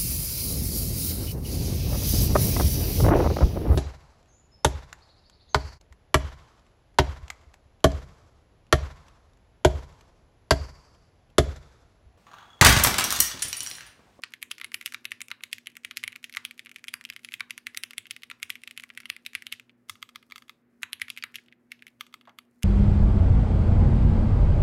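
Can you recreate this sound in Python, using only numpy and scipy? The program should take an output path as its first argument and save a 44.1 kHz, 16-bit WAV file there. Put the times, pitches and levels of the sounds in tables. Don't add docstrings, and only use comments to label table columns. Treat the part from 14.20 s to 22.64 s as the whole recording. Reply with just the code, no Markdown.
import sys
import numpy as np
from scipy import signal
from scipy.fft import rfft, irfft
from scipy.io import wavfile
from scipy.ndimage import uniform_filter1d

SR = 44100
rng = np.random.default_rng(int(sys.argv[2]) if len(sys.argv) > 2 else 0)


def unload_audio(sound):
    columns = np.transpose(np.atleast_2d(sound))
    steps = np.round(np.clip(columns, -1, 1) * 32767)
    wavfile.write(sys.argv[1], SR, steps.astype(np.int16))


def invert_db(level):
    return 10 ** (np.asarray(level, dtype=float) / 20)


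N = 372204

# pitch_hz, level_db
STEM_COLOUR = [(3200, -21.5), (4200, -1.5), (5000, -0.5), (6500, -2.5), (7600, -4), (8800, -4.5),
               (10800, -1), (12500, -4.5), (14200, -17), (15400, -15.5), (16800, -33.5)]
STEM_T60_S = 0.0051
CAP_RADIATES_HZ, BOARD_RADIATES_HZ = 1876, 1260


def firm_contacts():
    # start_s, cap_db, cap_hz, stem_db re cap
    letters = [(.2272, -21, 2460, -5), (.3144, -22.5, 2860, -4), (.4444, -21, 2250, -13.5),
               (.5434, -18.5, 2400, -4), (.6602, -19, 2680, -1.5), (.8535, -20, 2620, -10.5),
               (.918, -19, 2330, -13), (1.0163, -25.5, 2580, 0), (1.2365, -21.5, 2720, -8),
               (1.4707, -24.5, 2620, -13.5), (1.878, -20.5, 2400, -13.5), (2.2507, -20.5, 2720, -11),
               (2.6828, -23.5, 2700, -10.5), (2.851, -26.5, 2940, -9.5), (3.307, -21.5, 2870, -11),
               (3.4685, -19, 2280, -11.5), (3.5731, -20.5, 2480, -1), (3.6358, -20.5, 2710, -4),
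               (3.781, -21.5, 2740, -4.5), (3.9094, -23, 2600, -4), (4.229, -19, 2650, -5.5),
               (4.775, -22.5, 2300, -13), (4.9003, -16, 2510, -9.5), (5.0631, -24, 2670, -7),
               (5.1511, -15, 2270, -14.5), (5.2675, -24, 2955, -10.5), (6.7311, -19, 2890, -8.5),
               (6.9017, -22.5, 2820, -9.5), (6.9745, -25.5, 2600, -12.5)]
    # start_s, cap_db, cap_hz, stem_db re cap
    braced = [(.1374, -25, 2130, -15), (1.3292, -20, 2590, -4.5), (1.3827, -36.5, 2380, -9),
              (1.6482, -20.5, 2540, -11), (1.771, -18.5, 2420, -6), (1.8378, -16.5, 2330, -14),
              (1.928, -36.5, 2280, -20.5), (2.042, -25, 2720, -9), (2.3935, -28.5, 2760, -12),
              (2.9004, -22.5, 2650, -11.5), (3.0876, -34.5, 2480, -17), (3.1394, -21, 2530, -10.5),
              (4.3024, -18.5, 2770, -7.5), (4.355, -30, 2370, -13), (4.4358, -34.5, 2720, -8),
              (4.5104, -34.5, 2700, -9.5), (4.9646, -34, 2520, -12), (5.2222, -34, 2050, -10.5),
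              (5.3248, -17, 2580, -14), (6.817, -14, 2280, -15), (7.025, -27.5, 2450, -34),
              (7.1432, -37.5, 2100, -11), (7.1566, -24.5, 2740, -6), (7.5185, -25, 2400, -13.5),
              (7.623, -37.5, 2210, -18), (7.6676, -38, 2265, -10.5), (8.4321, -23.5, 3030, -4)]
    # start_s, cap_db, cap_hz, stem_db re cap
    thumb_bar = [(.0363, -20.5, 2500, -12.5), (.414, -24.5, 2440, -13.5), (.7452, -21, 2310, -13),
                 (1.1146, -20, 2430, -17), (2.17, -17, 2600, -13.5), (2.7394, -20.5, 2670, -5),
                 (3.2063, -17.5, 2500, -14), (4.113, -24.5, 2400, -16.5), (6.6318, -16.5, 2450, -11),
                 (7.0378, -19, 2430, -13)]
    # start_s, cap_db, cap_hz, stem_db re cap
    corner = [(5.696, -21.5, 2860, 4), (5.827, -25, 2740, -2.5), (5.8903, -40, 2950, -2),
              (5.9582, -26, 2770, -2.5), (6.11, -40, 2950, -10), (6.1214, -28.5, 1920, -18),
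              (6.1588, -30.5, 2730, -3), (6.1802, -34.5, 2800, 2), (6.2949, -30.5, 2650, -5.5),
              (7.8089, -23, 2650, 0), (7.9406, -29.5, 2680, -4.5), (8.187, -30.5, 2620, -4.5)]
    # start_s, cap_db, cap_hz, stem_db re cap
    snaps = [(.382, -38.5, 2600, -6), (.5182, -37.5, 2240, -9.5), (.7226, -35, 2080, -6),
             (1.5682, -34, 2480, -5.5), (1.7108, -25, 2660, -14.5), (1.9601, -32.5, 2540, -9.5),
             (2.6414, -34.5, 2300, -6.5), (2.811, -37, 2180, -12), (2.9248, -43, 2910, -16),
             (3.3785, -31, 2550, -5), (3.7081, -35.5, 2800, -6), (4.6366, -32.5, 2370, -10),
             (4.702, -35, 2520, -37), (4.8027, -39, 2300, -5), (5.1332, -41, 2250, -10),
             (6.7983, -41, 2140, -10), (6.8826, -29.5, 2300, -18)]
    # start_s, cap_db, cap_hz
    soft_returns = [(0.612, -27, 2330), (.676, -33.5, 2320), (1.0057, -29, 2180), (2.149, -32.5, 2040),
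                    (2.3101, -33.5, 2770), (2.46, -38, 2500), (2.5606, -29.5, 2630), (2.9633, -31.5, 2340),
                    (3.0474, -28, 2960), (3.121, -35.5, 2860), (3.1974, -36, 2240), (3.5465, -30.5, 2340),
                    (3.7335, -37.5, 2340), (3.9642, -34, 2550), (4.0339, -29, 2600), (4.1003, -32.5, 2320),
                    (4.576, -25.5, 2760), (4.5981, -33.5, 2620), (4.856, -32, 2300), (5.3974, -36, 2640)]
    # start_s, cap_db, case_db re cap, stem_db re cap
    slack = [(0.3117, -40, 6.5, 1.5), (0.738, -47.5, 7, 7), (1.104, -46, 4, 0.5), (1.831, -36.5, -4.5, -10),
             (2.1625, -54.5, 15, 11.5), (3.132, -53, 6, 7), (4.2964, -58, 20, 15),
             (4.4753, -24.5, -20, -14), (6.623, -64, 9.5, 18), (8.4252, -43, -0.5, -4)]
    returns = [(s, db, hz, -10.5) for s, db, hz in soft_returns]
    # contacts, case_db re cap
    kinds = [(letters, -18.5), (braced, -22.5), (thumb_bar, -6), (corner, 9.5), (snaps, -10), (returns, -15.5)]
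    contacts = [(s, db, hz, case_db, stem_db) for rows, case_db in kinds for s, db, hz, stem_db in rows]
    contacts += [(s, db, 2650, case_db, stem_db) for s, db, case_db, stem_db in slack]
    return sorted(contacts)


def light_contacts():
    # start_s, cap_db
    landings = [(0.1207, -53), (0.2186, -45), (.4626, -55.5), (0.536, -56.5), (0.8451, -49), (.9084, -47.5),
                (1.0836, -41.5), (1.3146, -58), (1.5006, -54), (1.5179, -59), (1.635, -55), (1.764, -55),
                (2.029, -50), (2.1255, -42.5), (2.2689, -61), (2.3784, -49.5), (2.449, -53), (2.544, -57),
                (2.672, -51), (2.84, -47.5), (2.935, -48), (3.0333, -55),
                (3.5666, -42), (3.6296, -52), (3.7, -61), (4.221, -50), (4.418, -55), (4.622, -52),
                      (4.6915, -54), (4.737, -62), (4.75, -54), (4.8184, -58), (4.8959, -46), (5.2583, -60),
                      (5.687, -50), (5.82, -46.5), (5.95, -48), (6.1, -49), (6.281, -48), (6.724, -56),
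                      (6.81, -53), (6.895, -47.5), (7.866, -44)]
    # start_s, cap_db, cap_hz
    rattles = [(0.3993, -40.5, 2420), (0.6255, -42, 2400), (.6511, -69, 2790), (1.4595, -45, 3030),
               (1.554, -46, 2390), (1.922, -44, 2930), (2.096, -39.5, 2300), (2.1387, -38.5, 2810),
               (2.4934, -43, 2600), (2.5148, -39.5, 2300), (2.5846, -49, 2880), (2.593, -53, 2480),
               (2.7357, -46, 2660), (2.89, -45, 2840), (2.993, -48.5, 2340), (3.1115, -51, 2610),
               (3.298, -45, 2800), (3.868, -41.5, 2860), (3.902, -50, 2760), (4.021, -47, 3080),
               (4.2, -54, 2440), (4.323, -51, 2750), (4.5653, -50, 2420), (5.051, -45.5, 3000),
                     (5.1448, -48, 2680), (5.3208, -40, 2930), (5.3373, -39.5, 2340), (5.7547, -44, 2860),
                     (6.027, -46.5, 2920), (6.2218, -41, 3180), (6.6184, -60, 2800), (6.9643, -44, 2750),
                     (6.981, -40, 2300), (6.9868, -42, 2640), (7.1486, -42, 2720), (7.261, -60, 2890),
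                     (7.6797, -45.5, 2690), (7.927, -49, 2690), (8.0113, -45, 3020)]
    # start_s, cap_db, cap_hz
    nudges = [(0.4364, -43, 2690), (1.001, -65, 2280), (1.2074, -45, 2600), (1.7946, -47, 3200),
              (1.956, -39, 2450), (2.4687, -38, 2480), (3.7723, -53, 2850), (3.8556, -40.5, 2360),
              (4.633, -48, 2900), (4.833, -48, 2310), (5.318, -44, 2960), (5.495, -48, 2820),
              (6.814, -42, 2170), (6.8737, -64, 2700), (7.185, -38.5, 2220), (7.284, -50, 2480),
              (7.317, -60.5, 2470), (7.325, -43.5, 2420), (7.5927, -54, 2880), (8.0538, -51.5, 2430),
              (8.074, -52, 1910), (8.094, -44, 2390)]
    contacts = [(s, db, 2720, -2.7) for s, db in landings]
    contacts += [(s, db, hz, -9) for s, db, hz in rattles]
    contacts += [(s, db, hz, -23.5) for s, db, hz in nudges]
    return sorted(contacts)


def all_contacts(firm):
    touches = []
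    for s, db, hz, stem_db in light_contacts():
        last_blow = [blow for blow in firm if blow[0] < s][-1]
        touches.append((s, db, hz, 3 + last_blow[3], stem_db))
    return firm + touches


FIRM = firm_contacts()
EVERY = all_contacts(FIRM)


def evened(x):
    return x / np.sqrt(np.mean(x ** 2) + 1e-30)


def unit(x):
    return x / (np.linalg.norm(x, axis=-1, keepdims=True) + 1e-15)


def read(points, hz):
    f, value = np.transpose(points)
    return np.interp(np.log(hz + 1), np.log(f + 1), value)


def lay(starts, sounds, lead=0):
    size = sounds.shape[1]
    at = np.round(starts * SR).astype(int)[:, None] + np.arange(size)
    return np.bincount(at.ravel(), sounds.ravel(), N + 2 * size)[lead:lead + N]


def high(x, hz):
    return signal.sosfilt(signal.butter(4, hz, "highpass", fs=SR, output="sos"), x)


def air():
    # pitch_hz, level_db per Hz
    air_colour = [(25, -40), (50, -9), (90, -10), (200, 0), (370, -2), (550, -8), (900, -15), (2000, -14.5),
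                  (3200, -28.5), (5000, -36), (9000, -39), (15500, -34.5), (16100, -51.5)]
    hz = np.fft.rfftfreq(N, 1 / SR)
    spectrum = rfft(rng.standard_normal(N)) * invert_db(read(air_colour, hz))
    return invert_db(-72) * evened(irfft(spectrum, N))


def hum():
    # pitch_hz, steady_db, waver_db, waver_width_hz
    fan_lines = [
        (60.4, -97, -103, 6.6),
        (120.7, -82.5, -82, 13),
        (240.7, -70, -74, 33),
        (354, -86.5, -87, 9.4),
    ]
    t, out = np.arange(N) / SR, np.zeros(N)
    for hz, steady_db, waver_db, width_hz in fan_lines:
        r = np.exp(-np.pi * width_hz / SR)
        noise = rng.standard_normal(N) + 1j * rng.standard_normal(N)
        wander = signal.lfilter([1], [1, -2 * r, r * r], noise)
        wander /= np.sqrt(np.mean(abs(wander) ** 2))
        carrier = np.exp(2j * np.pi * (hz * t + rng.random()))
        line = (invert_db(steady_db) + invert_db(waver_db) * wander) * carrier
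        out += np.sqrt(2) * line.real
    return out


def fidget():
    # start_s, level_db
    nail_ticks = [(0.02, -48), (.106, -56), (.481, -66), (6.935, -62), (7.122, -59), (7.198, -56),
                  (7.238, -63), (7.279, -66), (7.338, -72), (8.252, -65.5)]
    ticks_per_blow, tick_db, skin_db = 7.0, -72, -82.5
    blows = lay(np.array(FIRM)[:, 0], np.ones((len(FIRM), 1)))
    busy = uniform_filter1d(blows, size=SR // 4, mode="reflect")
    falls = rng.random(N) < ticks_per_blow * (busy - 8 / SR)
    size = invert_db(tick_db + 4.0 * rng.exponential(1, N)) * falls
    s, db = np.transpose(nail_ticks)
    size += lay(s, invert_db(db)[:, None])
    shape = signal.lfilter([1], [1, -invert_db(-60 / (STEM_T60_S * SR))], size)
    skin = invert_db(skin_db) * np.sqrt(abs(busy) * SR / 10)
    grit = rng.standard_normal(N) * (shape + skin)
    colour = invert_db(read(STEM_COLOUR, np.fft.rfftfreq(N, 1 / SR)) / 2)
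    return high(irfft(rfft(grit) * colour, N), CAP_RADIATES_HZ)


def rings(hz, db, t60, t, scatter, scatter_db):
    out = np.zeros((len(EVERY), len(t)))
    luck = rng.standard_normal((len(EVERY), len(db), 3))
    for k in range(len(db)):
        f = (hz[k] * (1 + scatter * luck[:, k, 0]))[:, None]
        height = invert_db(db[k] + scatter_db * luck[:, k, 1])[:, None]
        phase = .4 * luck[:, k, 2:]
        out += height * invert_db(-60 * t / t60[k]) * np.sin(2 * np.pi * f * t + phase)
    return unit(out)


def crack(t):
    burst = rng.standard_normal((len(EVERY), len(t))) * invert_db(-60 * t / STEM_T60_S)
    hz = np.abs(np.fft.fftfreq(len(t), 1 / SR))
    gain = np.log(invert_db(read(STEM_COLOUR, hz)))
    causal = np.exp(gain - 1j * signal.hilbert(gain).imag)[:len(t) // 2 + 1]
    return unit(irfft(rfft(burst) * causal, len(t)))


def own_rings(s, t):
    # start_s, top_face_db, top_face_hz, skirt_db, skirt_hz
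    hard = [(0.0363, -35.5, 2190.0, -22.5, 4230), (0.3144, -30.5, 2390, -19, 3230),
            (0.5433, -27, 2170, -18.5, 3020), (0.66, -26, 2060, -27, 3520),
            (0.7455, -19.5, 2390, -25, 3740), (0.8537, -28, 2160, -24, 3740.0),
            (0.9178, -27.5, 1830, -53, 3230.0), (1.1146, -22.0, 2340, -24, 3840),
            (1.2365, -25, 2020.0, -35, 4000.0), (1.3292, -26.5, 1750, -20.5, 3260),
            (1.4706, -27, 2320, -23.5, 3120.0), (1.6482, -27, 2230, -33, 3120),
            (1.7707, -22, 2160.0, -28, 4260), (1.8376, -16, 1880, -44, 3630.0),
            (1.878, -18.5, 2420, -33.5, 3050), (2.1699, -20.5, 1840, -25.5, 3820),
            (2.2504, -24.5, 2120, -27, 3290.0), (2.6826, -20, 2470, -22, 3230),
            (2.7394, -42, 1970, -20, 4680.0), (2.9005, -32.5, 2170.0, -26, 4800.0),
            (3.1393, -27, 2220.0, -29.5, 3250), (3.206, -11.5, 2340, -27.0, 3670),
            (3.3069, -18, 2006, -35, 3030), (3.4685, -31.5, 2080, -35, 3600),
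            (3.5732, -24.5, 2170, -22.5, 3680), (3.6359, -32, 2320, -28.5, 3260),
            (3.7811, -40, 2510, -24, 3440), (3.9092, -25, 2290.0, -23, 3150.0),
            (4.2287, -33, 2120, -36, 3460), (4.3025, -33, 2240, -20.5, 3200),
            (4.9004, -32, 2110, -31.5, 3400), (5.0633, -41, 2120, -21, 3730),
            (5.1511, -21.5, 2160, -38, 4040.0), (5.3249, -12.5, 2230, -28, 3030.0),
            (6.632, -24, 2150, -26, 3810), (6.7311, -30, 2540, -31, 3900), (6.8168, -14, 2220, -40, 4020.0),
            (6.9016, -19, 2120, -22, 3240), (7.0381, -27, 2150, -25, 3750),
            (8.4319, -31.0, 2200.0, -29, 5170)]
    softer = [(0.1375, -22.5, 2240, -56, 3290.0), (0.2274, -28.5, 2130, -36, 3300),
              (0.4138, -32, 2170, -32, 3730), (0.4444, -15, 2250, -32.5, 3700),
              (0.6123, -28, 1910, -40.5, 3650), (1.006, -35, 2240, -46, 3630.0),
              (1.0162, -20, 2030, -30.5, 3700), (1.7102, -28, 2160, -42, 3880),
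              (2.0421, -43.5, 2300, -31, 3180), (2.3935, -39, 1770, -36.5, 3560),
              (2.5607, -36, 1770, -33.0, 3040), (2.8508, -34, 2200, -27.5, 3170.0),
              (3.0471, -55, 2300.0, -45, 3280.0), (3.5463, -26, 1840, -45, 3680),
              (4.034, -35, 2330, -34, 3140), (4.1133, -23.5, 2130, -30.5, 3650),
              (4.3552, -42, 2120, -39, 3080.0), (4.4753, -25.5, 2200, -38, 3200),
              (4.576, -32.0, 2030.0, -32.5, 3070), (4.7748, -25.5, 2100, -40, 3230),
              (4.8561, -18.5, 2120, -23.5, 2850), (5.2674, -30, 2160, -36, 3200),
              (6.1217, -22, 2250, -34, 3870), (6.8826, -37, 2100, -56, 3330.0),
              (6.9745, -37, 2200.0, -36, 3230), (7.0248, -35, 2100, -27, 4610.0),
              (7.157, -28, 2180, -28.0, 3200.0), (7.5189, -26.0, 2320, -62, 3830.0)]
    # start_s, level_db, pitch_hz
    stem_pings = [(0.2274, -31, 12200), (0.3144, -24, 10400), (0.4444, -26.5, 10700),
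                  (0.5433, -19.5, 10800), (0.66, -32, 9050), (0.8537, -29, 11100), (0.9178, -32, 8980.0),
                  (1.0162, -43, 11100), (1.2365, -30.5, 10860), (1.3292, -24, 10920.0),
                  (1.4706, -29, 10500), (1.6482, -39, 9300), (1.7707, -21.5, 10900), (1.8376, -27, 11010.0),
                  (1.878, -24, 10400.0), (2.0421, -31.5, 10700), (2.2504, -23.5, 11020.0),
                  (2.6826, -29, 10650.0), (2.7394, -31, 10740.0), (3.0471, -26.5, 10300),
                  (3.1393, -30.5, 10640), (3.3069, -25, 11000), (3.4685, -32.0, 10900.0),
                  (3.5732, -35.5, 9700), (3.6359, -20, 10100), (3.7811, -18, 10970.0),
                  (3.9092, -26.5, 10500), (4.2287, -26, 11200), (4.3025, -26.5, 11500), (4.576, -30, 10900),
                  (4.9004, -28, 10900), (5.0633, -35.0, 11700), (5.1511, -26, 10400),
                  (5.2674, -41, 10910.0), (5.3249, -26, 12300), (6.632, -37, 13000.0), (6.7311, -23, 11000),
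                  (6.8168, -24, 10000), (6.9016, -26, 10490.0), (8.4319, -27, 10400)]
    top_faces = [row[:3] for row in hard + softer]
    skirts = [(row[0], *row[3:]) for row in hard + softer]
    out = np.zeros((len(s), len(t)))
    # rows, level_db re table, t60_s
    for rows, db, t60 in [(top_faces, -5.5, .012), (skirts, -2.5, 0.0082), (stem_pings, 0, .005)]:
        at, row_db, hz = np.array(rows).T[:, :, None]
        nearest = abs(at - s).argmin(axis=1)
        out[nearest] += invert_db(row_db + db - 60 * t / t60) * np.sin(2 * np.pi * hz * t)
    return out


def keys():
    # factor on cap pitch, level_db, t60_s
    cap_rings = [
        (0.839, -5, 0.0064),
        (0.951, 2.5, 0.0055),
        (1.08, 2, 0.0025),
        (1.24, -16.5, 0.0042),
    ]
    # pitch_hz, level_db, t60_s
    case_rings = [
        (1010, -8, .02),
        (1190, -1, .022),
        (1375, 0, .022),
        (1530, -5, .015),
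    ]
    # from_s, to_s
    wide_spans = [
        (5.68, 6.3),
        (7.8, 8.2),
    ]
    # pitch_hz, level_db, t60_s
    wide_rings = [(1252, 5, 0.014), (1680, -2.5, 0.011), (2080, 2, 0.016), (2300, -26.5, 0.018),
                  (2907, -15, 0.01), (3360, 7.5, 0.0051), (4490, -13.5, 0.029), (5980, -8.5, 0.0054),
                  (12900, -9, 0.0072)]
    plate_hz, plate_db, plate_t60_s = 2135, -13, 0.013
    chatter_db, chatter_t60_s = -10.5, 0.028
    slide_db, slide_s = -26.5, 0.0065
    scattered_s = .0013

    s, cap_db, cap_hz, case_db, stem_db = np.array(EVERY).T
    level = invert_db(cap_db + 16.5)[:, None]
    t = np.arange(1200) / SR
    rise = 1 - np.exp(-t / .00015)
    factor, db, t60 = np.transpose(cap_rings)
    cap = rings(factor[:, None] * cap_hz, db, t60, t, .03, 2.5)
    plate = rings([plate_hz], [plate_db], [plate_t60_s], t, .015, 0)
    cap = rise * (cap + invert_db(plate_db) * plate)
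    case = rise * rings(*np.transpose(case_rings), t, .012, 3.0)
    wide = sum((s > a) & (s < b) for a, b in wide_spans)[:, None]
    case_gain = invert_db(case_db - 0.5)[:, None] * (1 - wide)
    stem_gain = invert_db(stem_db)[:, None]
    blow = unit(high(cap, CAP_RADIATES_HZ)) + case_gain * unit(case) + stem_gain * crack(t)
    wide_ring = rise * rings(*np.transpose(wide_rings), t, .008, 1.5)
    blow += wide * (wide_ring - 0.8 * blow)
    special = rise * own_rings(s, t) / level
    blow = blow * np.where(special.any(axis=1), .7, 1)[:, None] + special

    blur = np.exp(-t / scattered_s)
    blurred = unit(high(cap * blur, CAP_RADIATES_HZ)) + case_gain * unit(case * blur)
    blurred += stem_gain * unit(crack(t) * blur ** 10)
    blurred += wide * (unit(wide_ring * np.sqrt(blur)) - blurred) / 2 + 1.3 * special * np.sqrt(blur)

    lead = 600
    u = (np.arange(2400) - lead) / SR
    grit = rng.standard_normal((len(s), len(u))) * rng.exponential(1, (len(s), len(u))) ** 2
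    light = np.clip((-27.0 - cap_db) / 15, 0, 1)[:, None]
    shaking = (u > .0006) * invert_db(-60 * np.maximum(u, 0) / chatter_t60_s)
    chatter = unit(grit * shaking) * invert_db(chatter_db + 5.9 * light)
    scraping = (u < 0) * np.exp(np.minimum(u, 0) / slide_s)
    slide = unit(grit * scraping) * invert_db(slide_db)
    rattle = lay(s, signal.fftconvolve(chatter + slide, blurred, axes=1) * level, lead=lead)
    blows = np.array([lay(s, blow * level), lay(s, blurred * level)])
    return high(blows + rattle, BOARD_RADIATES_HZ)


def desk():
    # start_s, level_db
    second_thuds = [(1.336, -57), (1.837, -74), (2.256, -77), (3.79, -62), (4.239, -69), (5.701, -53.5),
                    (6.818, -68)]
    thud_hz, t60_s, usual_db, rise_s = 92, 0.12, -39, .008
    usual = [(b[0], b[1] + usual_db - 6.0) for b in FIRM]
    s, db = np.transpose(second_thuds + usual)
    t = np.arange(6000) / SR
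    pitch = thud_hz * rng.uniform(1.0, 1.2, (len(s), 1))
    envelope = (1 - np.exp(-t / rise_s)) ** 2 * invert_db(-60 * t / t60_s)
    thud = envelope * np.sin(2 * np.pi * pitch * t)
    return lay(s, thud * invert_db(db + 9.0)[:, None])


def room(x):
    # pitch_hz, level_db
    returned = [(1100, 1.5), (2150, -0.5), (3200, -3), (4700, -1), (6000, -1.9)]
    # pitch_hz, t60_s
    decay = [
        (700, 0.6),
        (2000, 0.2),
        (5000, 0.28),
        (14000, 0.15),
    ]
    hz, t, z = signal.stft(rng.standard_normal((3, SR // 2)), SR, nperseg=256)
    fall_db = read(returned, hz)[:, None] - 60 * t / read(decay, hz)[:, None]
    tails = signal.istft(z * invert_db(fall_db), SR, nperseg=256)[1]
    onset = np.clip(np.arange(tails.shape[1]) / SR / .012 - .3, 0, 1)
    tails = unit(tails * onset)
    turn = 2 * np.pi * 3.6 * np.arange(N) / SR
    shares = np.sqrt(2 / 3) * np.cos(turn + np.pi / 3 * np.arange(3)[:, None])
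    return signal.fftconvolve(x * shares, tails, axes=1).sum(0)[:N]


def swell():
    centre_s, half_s, level_db, low_hz, high_hz = 0.54, 0.43, -73.5, 261.5, 396
    band = signal.butter(2, [low_hz, high_hz], "bandpass", fs=SR, output="sos")
    rumble = evened(signal.sosfilt(band, rng.standard_normal(N)))
    return invert_db(level_db) * rumble * np.exp(-((np.arange(N) / SR - centre_s) / half_s) ** 2)


def knock():
    start_s, level_db, hz, t60_s = 8.073, -48.5, 970, 0.13
    t = np.arange(5000) / SR
    band = signal.butter(2, [hz / 1.5, hz * 1.5], "bandpass", fs=SR)
    grit = rng.standard_normal(len(t)) * rng.exponential(1, len(t))
    burst = evened(signal.lfilter(*band, grit)) * invert_db(-60 * t / t60_s)
    return lay(np.array([start_s]), invert_db(level_db) * burst[None])


def scene():
    close, scattered = keys() + knock()
    walls = invert_db(-22) * room(scattered)
    return (air() + hum() + fidget() + close + walls + desk() + swell())[None]


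def top_cut(x):
    return signal.sosfilt(signal.butter(12, 17140, fs=SR, output="sos"), x)


def record(dry):
    limited = signal.sosfilt(signal.butter(12, 16500, fs=SR, output="sos"), dry)
    return top_cut(limited)


dry = scene()
out = record(dry)
unload_audio(out)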